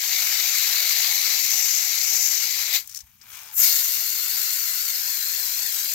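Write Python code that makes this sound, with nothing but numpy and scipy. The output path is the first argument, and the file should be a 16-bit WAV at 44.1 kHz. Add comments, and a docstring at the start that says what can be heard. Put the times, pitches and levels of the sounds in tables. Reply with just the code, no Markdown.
"""Outdoors, close by and a little to the left of a two-port microphone, a garden hose sprays a finned metal coil.
Countless drops, each a tiny noise burst, hiss on the fins and make the gaps between them ring.
A short reflection inside the coil adds a row of peaks that phases as the jet sweeps.
The jet breaks off, a few slugs of water splat down, a soft spray creeps back, and the jet strikes again.
Stray drops tick near the microphone, soft bumps thud, and low outdoor rumble and a faint hum lie behind."""
import sys
import numpy as np
from scipy import signal
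from scipy.fft import rfft, irfft
from scipy.io import wavfile
from scipy.ndimage import uniform_filter1d

SR = 44100
rng = np.random.default_rng(int(sys.argv[2]) if len(sys.argv) > 2 else 0)


def generate_wav(signal):
    """Clip the signal to [-1, 1] and save it as 16-bit WAV at the path in sys.argv[1]."""
    frames = np.transpose(np.atleast_2d(signal))
    scaled = np.clip(frames, -1, 1) * 32767
    pcm = np.round(scaled).astype(np.int16)
    wavfile.write(sys.argv[1], SR, pcm)


N = 261954
TIME = np.arange(N) / SR
HZ, FRAME_S, _ = signal.stft(TIME, SR, nperseg=512, noverlap=384)  # grid for all spectral shaping

# Colour of the first jet's water noise: pitch_hz, level_db (per Hz, relative)
FIRST_JET_COLOUR = [(120, -41), (200, -32), (538, -30), (709, -23), (1450, -15.5), (2130, -6), (3430, -9),
                    (4040, -2.5), (4950, -3), (6050, 0.5), (7410, -2.5), (9060, -21), (10300, -20.5),
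                    (12800, -1.5), (16000, -16)]
# Resonances and hollows of the fin gaps under the first jet: pitch_hz, width_hz, lift_db
FIRST_JET_GAPS = [(714, 170, 5), (1700, 140, 0.5), (2173, 350, 4.5), (2530, 160, 1), (4180, 120, 1),
                  (4300, 140, -2), (4600, 130, 3.5), (6100, 400, 0.5), (13100, 1240, -4)]
# Lag of the reflection inside the coil, set by where the jet is aimed: time_s, lag_ms
FIRST_JET_ECHO = [(0, 1.35), (1.5, 1.43), (2.8, 1.22)]
# Force of the first jet on the coil, drifting as the hand moves: time_s, splash_db (before passes and surge)
FIRST_JET_FORCE = [(0, -30.5), (.12, -27), (.95, -25.5), (1.35, -27), (1.9, -28.5), (2.3, -28.5),
                   (2.68, -29.5)]
# Passes of the first jet squarely into the fins: middle_s, length_s, strength_0_to_1
SQUARE_PASSES = [(1.676, 0.42, 0.7), (2.21, .3, 1.0)]
# On a pass the fins hiss at RING_HZ in place of GAP_HZ; the gap rings most while the jet rests on it
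RING_HZ, RING_WIDTH_HZ = 6210, 2700
GAP_HZ, GAP_WIDTH_HZ, GAP_AT_S, GAP_S = 4150, 1200, 0.98, 0.54
# The closing nozzle narrows the jet into a last surge, then cuts it off
SURGE_AT_S, SURGE_S, SHUT_AT_S, SHUT_S, MIST_LINGER_S = 2.758, 0.053, 2.7865, 0.019, .008


def first_jet(body_db=-7.5, mist_db=-1.34, gap_db=3, gap_swell_db=3, ring_db=10, hollow_db=5,
              pass_db=4.0, pass_body_db=-6.0, pass_mist_db=-1.5, closing_db=7.0, closing_body_db=3,
              closing_ring_db=6, closing_hz=3300, lean_db=0.7, lean_db_per_s=0.9):
    """A steady jet that rings the fins on each pass, surges as the nozzle closes, and stops."""
    square = sum(strength * hump(s, length) for s, length, strength in SQUARE_PASSES)
    closing = hump(SURGE_AT_S, SURGE_S)
    valve_db = in_db(1 - step(SHUT_AT_S, SHUT_S))
    late_mist_db = in_db(1 - step(SHUT_AT_S + MIST_LINGER_S, SHUT_S)) - valve_db

    splash_db = follow(FIRST_JET_FORCE, FRAME_S)[0] + pass_db * square + closing_db * closing + valve_db
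    body_db = body_db + pass_body_db * square + closing_body_db * closing
    mist_db = mist_db + pass_mist_db * square + late_mist_db

    gap_lift_db = gap_db * (1 - square) + gap_swell_db * hump(GAP_AT_S, GAP_S)
    pass_tone_db = ring_db * bell(RING_HZ, RING_WIDTH_HZ) + hollow_db * bell(600, 590)
    aim_db = gap_lift_db * bell(GAP_HZ, GAP_WIDTH_HZ) + square * pass_tone_db
    aim_db = aim_db + closing_ring_db * closing * bell(closing_hz, 1900)

    ripple = comb(follow(FIRST_JET_ECHO, FRAME_S)[0], strength=0.086)
    return spray((splash_db, body_db, mist_db), FIRST_JET_COLOUR, FIRST_JET_GAPS, aim_db, ripple,
                 lean_db=lean_db + lean_db_per_s * (FRAME_S - 1.5),
                 surge_db=0.62, flutter_db=0.83, spread_db=1.5)


# Colour of the second jet's water noise: pitch_hz, level_db (per Hz, relative)
SECOND_JET_COLOUR = [(120, -44), (200, -27), (548, -31), (899, -22.5), (2090, -9.5), (2470, -12),
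                     (3020, -12.5), (3830, -8), (4270, -5), (5040, -4), (7270, -1.5), (9580, -14.5),
                     (11900, 0.5), (13300, 5), (16000, -5)]
# Resonances of the fin gaps under the second jet: pitch_hz, width_hz, lift_db
SECOND_JET_GAPS = [(300, 370, 2), (1860, 130, 3), (2130, 310, 2.5), (2500, 250, 0), (2730, 140, 5),
                   (4100, 250, 2)]
# Lag of its reflection inside the coil, before the waggle: time_s, lag_ms
SECOND_JET_ECHO = [(3.6, 1.39), (3.85, 1.34), (4.05, 1.39), (4.35, 1.365), (4.85, 1.37), (5.15, 1.18),
                   (5.65, 1.185), (5.94, 1.27)]
SECOND_ECHO_SHARE, SECOND_ECHO_GROWTH_PER_S = .34, .07
# Force of the second jet on the coil: time_s, splash_db (before the opening burst)
SECOND_JET_FORCE = [(3.6, -31), (4.15, -32.5), (4.4, -30.5), (5.05, -32), (5.94, -31.5)]
# On reopening the mist arrives first, and the pressure stored in the hose dies away
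OPEN_AT_S, OPEN_S, MIST_LEAD_S, SETTLE_S = 3.597, 0.016, 0.019, 0.18
# The hand then waggles the jet to and fro, slowing down
WAGGLE_CREST_S, WAGGLE_PER_S, WAGGLE_SLOWING_PER_S2 = 4.025, 4.65, .75
WAGGLE_FROM_S, WAGGLE_MS, WAGGLE_BEND_HZ = 4.1, .06, 130


def second_jet(body_db=-10, mist_db=2.6, mist_db_per_s=-0.8, burst_db=10.5, burst_body_db=-4,
               gap_db=4.5, gap_from_s=3.96, gap_hz=4360, gap_width_hz=550, waggle_gap_db=1.5,
               burst_ring_db=6, burst_ring_hz=3700, burst_glide_hz=3800, burst_glide_s=0.05,
               skim_db=-7, skim_hz=3800, skim_s=0.017):
    """The jet bursts out with a falling ring, settles, and phases as the hand waggles it across the fins."""
    age = np.maximum(FRAME_S - OPEN_AT_S, 0)
    burst = np.exp(-age / SETTLE_S)
    valve_db = in_db(step(OPEN_AT_S, OPEN_S))
    early_mist_db = in_db(step(OPEN_AT_S - MIST_LEAD_S, OPEN_S)) - valve_db

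    splash_db = follow(SECOND_JET_FORCE, FRAME_S)[0] + burst_db * burst + valve_db
    body_db = body_db + burst_body_db * burst
    mist_db = mist_db + mist_db_per_s * (age - 1) + early_mist_db

    t = FRAME_S - WAGGLE_CREST_S
    waggle_turns = WAGGLE_PER_S * t - WAGGLE_SLOWING_PER_S2 * t ** 2 / 2
    waggle = step(WAGGLE_FROM_S, 0.086) * np.cos(2 * np.pi * waggle_turns)
    lag_ms = follow(SECOND_JET_ECHO, FRAME_S)[0] + WAGGLE_MS * waggle

    # the struck gap bends with the waggle, and rings hardest when a peak of the reflection sweeps through it
    in_tune = np.cos(2 * np.pi * gap_hz * lag_ms / 1000)
    gap_lift_db = (gap_db + waggle_gap_db * in_tune) * step(gap_from_s, 0.073)
    falling_hz = burst_ring_hz + burst_glide_hz * np.exp(-age / burst_glide_s)
    aim_db = gap_lift_db * bell(gap_hz - WAGGLE_BEND_HZ * waggle, gap_width_hz)
    aim_db = aim_db + burst_ring_db * burst * bell(falling_hz, 1700)
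    # at first the jet only skims the fins
    aim_db = aim_db + skim_db * np.exp(-age / skim_s) * bell(skim_hz, 2200)

    ripple = comb(lag_ms, strength=SECOND_ECHO_SHARE + SECOND_ECHO_GROWTH_PER_S * age)
    return spray((splash_db, body_db, mist_db), SECOND_JET_COLOUR, SECOND_JET_GAPS, aim_db, ripple,
                 lean_db=0.5, surge_db=0.47, flutter_db=0.48, spread_db=1.5)


# Colour of the weak flows: pitch_hz, level_db (per Hz, relative)
WEAK_COLOUR = [(180, -69), (300, -27), (678, -22.5), (842, -14), (1010, -12.5), (1530, -8), (2000, -9.5),
               (2400, -8.5), (2740, -11.5), (3290, -12.5), (3580, -15), (6410, -13.5), (10200, -21),
               (13100, -11.5), (16000, -14)]
# Resonances and hollows of the fin gaps under them: pitch_hz, width_hz, lift_db
WEAK_GAPS = [(850, 300, 2.5), (2360, 230, 5.5), (2820, 300, 2.5), (3300, 250, 3), (4370, 700, -3),
             (6400, 650, 2.5)]
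# Draining, trickle and soft spray in the pause:
# start_s, stop_s, splash_db, growth_db_per_s, body_db (re splash), mist_db (re splash)
PAUSE_FLOWS = [(2.795, 3.02, -54, -5, -8, 0), (3.0, 3.217, -64.5, -16, -2, 4.5),
               (3.2, 3.325, -66.5, 120, 0, 5), (3.322, 3.55, -46.5, -25, -2.5, 1)]
WEAK_EDGE_S = 0.0045


def weak_flows():
    """Between the jets a little water still runs over the fins."""
    power = np.zeros((3, len(FRAME_S)))
    for start, stop, db, growth, body_db, mist_db in PAUSE_FLOWS:
        gate = step(start, WEAK_EDGE_S) * (1 - step(stop, WEAK_EDGE_S))
        level = gate * gain_of(db + growth * np.clip(FRAME_S - start, 0, stop - start))
        power += (level * gain_of([[0], [body_db], [mist_db]])) ** 2
    splash, body, mist = in_db(np.sqrt(power))
    return spray((splash, body - splash, mist - splash), WEAK_COLOUR, WEAK_GAPS,
                 lean_db=.5, surge_db=0.4, flutter_db=1.3, spread_db=4.0)


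def spray(flow, colour, gaps, aim_db=0, ripple=1, lean_db=0, surge_db=1, flutter_db=1, spread_db=3,
          gurgle_db=1.34, patchy_db=1.46):
    """Drops drive the fin body, the splash and the mist, all surging with the broken jet."""
    splash_db, body_db, mist_db = flow  # body and mist are relative to the splash
    shape_db = read(colour) + sum(lift * bell(hz, width) for hz, width, lift in gaps) + aim_db
    # water films open and close: blotches of colour, deepest in the low gurgle
    film_db = (patchy_db + gurgle_db * bell(420, 1400)) * patches(count_bins=4, count_frames=18)
    shape = gain_of(shape_db + film_db)

    # split into body below 3350 Hz, splash up to 9300 Hz and mist above; each is levelled in its own band
    below_3350, below_9300 = (1 / (1 + (HZ[:, None] / hz) ** 12) for hz in (3350, 9300))
    above_body, above_splash = (1 / (1 + (hz / (HZ[:, None] + 1)) ** 12) for hz in (3350, 9300))
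    body = (1 - above_body) * gain_of(body_db) / band_level(shape, 600, 3200)
    splash = (above_body - above_splash) / band_level(shape, 3500, 8000)
    mist = above_splash * gain_of(mist_db) / band_level(shape, 11000, 16000)

    # clusters of drops flicker across wide bands
    level = gain_of(splash_db + flutter_db * patches(count_bins=45, count_frames=3))
    drops = patter(per_s=3400, spread_db=spread_db, splash_s=0.0006, wash=1.0)
    drops = evened(drops * gain_of(surge_db * wander(7, 110, 0.49)))
    return at_ports(drops, ripple * shape * level * (body + splash + mist), lean_db)


def comb(left_lag_ms, strength, right_lag_ms=0.11, centre_hz=4000, span_hz=7000):
    """Sound bouncing inside the coil: a row of peaks that sweeps as the lag changes, fading from centre_hz."""
    lag_ms = left_lag_ms + np.array([0, right_lag_ms])[:, None, None]  # right port hears a longer lag
    share = np.clip(strength, 0, .8) * bell(centre_hz, span_hz)
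    phase = 2 * np.pi * HZ[:, None] * lag_ms / 1000
    return np.sqrt((1 - share ** 2) / (1 + share ** 2 - 2 * share * np.cos(phase)))


def patter(per_s, spread_db, splash_s, wash):
    """Each drop is a tiny burst of noise; most are small and melt into a wash."""
    lands = rng.random(N) < per_s / SR
    size = gain_of(spread_db * np.minimum(rng.exponential(1, N), 5)) * lands
    power = signal.lfilter([1], [1, -np.exp(-1 / (splash_s * SR))], size ** 2)
    return evened(np.sqrt(power / power.mean() + wash) * rng.standard_normal((2, N)))


# Colour of the slaps: pitch_hz, level_db (per Hz, relative)
SLAP_COLOUR = [(240, -59), (400, -23), (460, -51), (520, -40), (789, -53), (1760, -18.5), (3310, -19),
               (5690, 0.5), (10100, -13.5), (12900, -12), (16000, -10)]
# Large slugs of water landing: start_s, level_db (before level_db below), decay_s, brightness_db_per_octave
SLUGS = [(2.874, -36.5, 0.0036, 10), (2.894, -36, 0.0074, 3), (2.958, -30.5, .008, 1),
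         (2.97, -27, .0027, 0), (2.9745, -25, .0028, 1), (3.213, -43, 0.0099, -7.5)]
# Smaller slugs dribble down among them
DRIBBLE_FROM_S, DRIBBLE_TO_S, DRIBBLE_DECAY_S = 2.9, 3.01, 0.0076
DRIBBLE_DB, DRIBBLE_SPREAD_DB = -37.5, 2.5


def splats(level_db=1.0, lean_db=5.0, rise_s=.0004, count=8):
    """Slugs of water slap down, each a short crackling burst."""
    dribble = []
    for slot in (np.arange(count) + rng.random(count)) / count:
        at_s = DRIBBLE_FROM_S + slot * (DRIBBLE_TO_S - DRIBBLE_FROM_S)
        dribble.append((at_s, DRIBBLE_DB + DRIBBLE_SPREAD_DB * rng.standard_normal(), DRIBBLE_DECAY_S))

    power, age = np.zeros(N), TIME[:SR // 10]
    for s, db, decay, *_ in list(SLUGS) + dribble:
        slap = gain_of(db) * (1 - np.exp(-age / rise_s)) * np.exp(-age / decay)
        power[round(s * SR):][:len(age)] += slap ** 2

    # brightness glides from slug to slug
    tilt_db = follow(SLUGS, FRAME_S)[2] * np.log2((HZ[:, None] + 500) / 6000)
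    shape = evened(gain_of(read(SLAP_COLOUR))) * gain_of(tilt_db)
    crackle = patter(per_s=1700, spread_db=4.5, splash_s=0.0002, wash=0.82)
    return at_ports(np.sqrt(power) * crackle, gain_of(level_db) * shape, lean_db)


# Stray drops ticking close by: start_s, level_db (before level_db below), pitch_hz
STRAY_DROPS = [(1.951, -17, 11900), (3.682, -20, 12500)]


def ticks(level_db=-4, width_hz=3500, decay_s=0.0017):
    """Single drops strike near the microphone, each a dying burst of noise around its pitch."""
    burst = 0
    for s, db, _ in STRAY_DROPS:
        burst = burst + gain_of(db) * (TIME > s) * np.exp(-np.minimum(abs(TIME - s) / decay_s, 20))
    colour = evened(bell(follow(STRAY_DROPS, FRAME_S)[1], width_hz))
    return at_ports(burst * rng.standard_normal((2, N)), gain_of(level_db) * colour, 0)


# Soft handling bumps at the microphone: start_s, level_db (before level_db below)
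HANDLING_BUMPS = [(.31, -60), (.59, -51), (.685, -54), (3.03, -53)]


def bumps(hz=62, swell_s=0.0074, level_db=2):
    """Each bump is a few dying cycles of bass."""
    out, age = np.zeros(N), TIME[:SR // 5]
    thud = age / swell_s * np.exp(1 - age / swell_s) * np.sin(2 * np.pi * hz * age)
    for s, db in HANDLING_BUMPS:
        out[round(s * SR):][:len(age)] += gain_of(db + level_db) * thud
    return out


# Colour of the outdoor rumble: pitch_hz, level_db (per Hz, relative)
RUMBLE_COLOUR = [(12, -41), (20, -14), (70, 0.5), (113, -1), (146, -7), (250, -3.5), (320, -29),
                 (550, -120)]


def rumble(level_db=-68.5, apart=0.5, swell_db=0.5, corner_hz=260):
    """Low outdoor noise, partly shared by the ports, slowly swelling."""
    f, (hz, db) = np.fft.rfftfreq(N, 1 / SR), np.transpose(RUMBLE_COLOUR)
    colour_db = np.interp(np.log(f + 1), np.log(hz + 1), db)
    shape = gain_of(colour_db) / (1 + (f / corner_hz) ** 4)
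    mid, side = evened(irfft(rfft(rng.standard_normal((2, N))) * shape, N))
    swell = gain_of(level_db + swell_db * wander(1, 8, .3))
    return np.array([mid + apart * side, mid - apart * side]) * swell


# Faint hum: mean pitch_hz, level_db (rms, before trim_db below)
FAINT_HUM = [(118.4, -77.5)]


def hum(trim_db=-1.0, waver_hz=3.3):
    """A faint sine tone whose pitch wavers."""
    hz, db = FAINT_HUM[0]
    turns = np.cumsum(hz + waver_hz * wander(0.91, 8, .3)) / SR
    return np.sqrt(2) * gain_of(db + trim_db) * np.sin(2 * np.pi * turns)


# Level between the two microphone ports: pitch_hz, left_minus_right_db (before each source's own lean)
PORT_LEAN = [(60, 1.0), (92, 1.5), (140, 2.0), (210, 2.0), (330, 3.0), (500, 4.6), (770, 2.3), (1170, 6.7),
             (1790, 8.4), (2740, 4.8), (4190, 10.3), (6410, 23.8), (9810, 3.8), (15000, 8.1)]
# Likeness of the two ports: pitch_hz, likeness_0_to_1
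PORT_LIKENESS = [(60, 0.52), (130, 0.51), (290, 0.51), (640, 0.65), (1410, 0.6), (3100, 0.49), (6820, 0.24),
                 (15000, 0.05)]
# Phase between the ports: pitch_hz, left_leads_rad
PORT_LEAD = [(60, 0), (900, 0.55), (2000, 0.8), (3500, 1.14), (5200, 1.2), (7000, 2), (8500, -2.5),
             (10500, 2), (12000, -0.5), (14000, 0)]


def at_ports(pair, gain, lean_db):
    """Colours two white signals and places them: more alike in the bass, shaded on the right in the treble."""
    a, b = signal.stft(pair, SR, nperseg=512, noverlap=384)[2]
    same, lead = np.clip(read(PORT_LIKENESS), 0, 1), read(PORT_LEAD)
    shade = gain_of(-read(PORT_LEAN) - lean_db)
    right = shade * (same * np.exp(-1j * lead) * a + np.sqrt(1 - same ** 2) * b)
    # keep the average of both ports at the asked level
    centre = np.sqrt(1 + shade ** 2 + 2 * shade * same * np.cos(lead)) / 2
    return signal.istft(np.array([a, right]) * gain / centre, SR, nperseg=512, noverlap=384)[1][:, :N]


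def gain_of(db):
    """Decibels to amplitude."""
    return np.exp(np.asarray(db) * (np.log(10) / 20))


def in_db(gain):
    """Amplitude to decibels."""
    return 20 * np.log10(gain + 1e-9)


def evened(x):
    """Scales to rms 1."""
    return x / np.sqrt(np.mean(x ** 2) + 1e-20)


def read(points):
    """A spectrum table as a column over the frequency bins."""
    f, value = np.transpose(points)
    return np.interp(np.log(HZ + 1), np.log(f + 1), value)[:, None]


def follow(rows, t):
    """Every column of a curve at the times t."""
    s, *columns = np.transpose(rows)
    return [np.interp(t, s, c) for c in columns]


def bell(hz, width):
    """A resonance hump over frequency, of height 1 and the given full width at half height."""
    return np.exp(-np.log(16) * ((HZ[:, None] - hz) / width) ** 2)


def hump(at_s, length_s):
    """A smooth swell in time, of height 1 and the given full length at half height."""
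    return np.exp(-np.log(16) * ((FRAME_S - at_s) / length_s) ** 2)


def step(at_s, edge_s):
    """A smooth rise from 0 to 1, as of a valve opening."""
    return .5 + .5 * np.tanh((FRAME_S - at_s) / (2 * edge_s))


def wander(low_hz, high_hz, slope):
    """Random motion of rms 1, mostly between two rates."""
    f = np.fft.rfftfreq(N, 1 / SR)
    above_low = (f / low_hz) ** 2 / (1 + (f / low_hz) ** 2)
    shape = above_low / (1 + (f / high_hz) ** 2) / (f + 1) ** slope
    return evened(irfft(rfft(rng.standard_normal(N)) * shape, N))


def patches(count_bins, count_frames):
    """A random field of rms 1 over frequency and time, in blotches of the given size."""
    field = rng.standard_normal((len(HZ), len(FRAME_S)))
    return evened(uniform_filter1d(uniform_filter1d(field, count_bins, 0), count_frames, 1))


def band_level(gain, low, high):
    """The relative rms that white noise has in one band after this gain."""
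    return np.sqrt((gain[(HZ > low) & (HZ < high)] ** 2).sum(0) / len(HZ))


def scene():
    """Jet, pause, jet, over the outdoor background."""
    water = first_jet() + second_jet() + weak_flows() + splats() + ticks()
    return water + bumps() + rumble() + hum()


def record(dry):
    """The recorder's band limit: a steep low-pass at 15850 Hz."""
    lowpass = signal.firwin(511, 15850, window=("kaiser", 9), fs=SR)
    return signal.oaconvolve(dry, lowpass[None], "same")


dry = scene()
out = record(dry)
generate_wav(out)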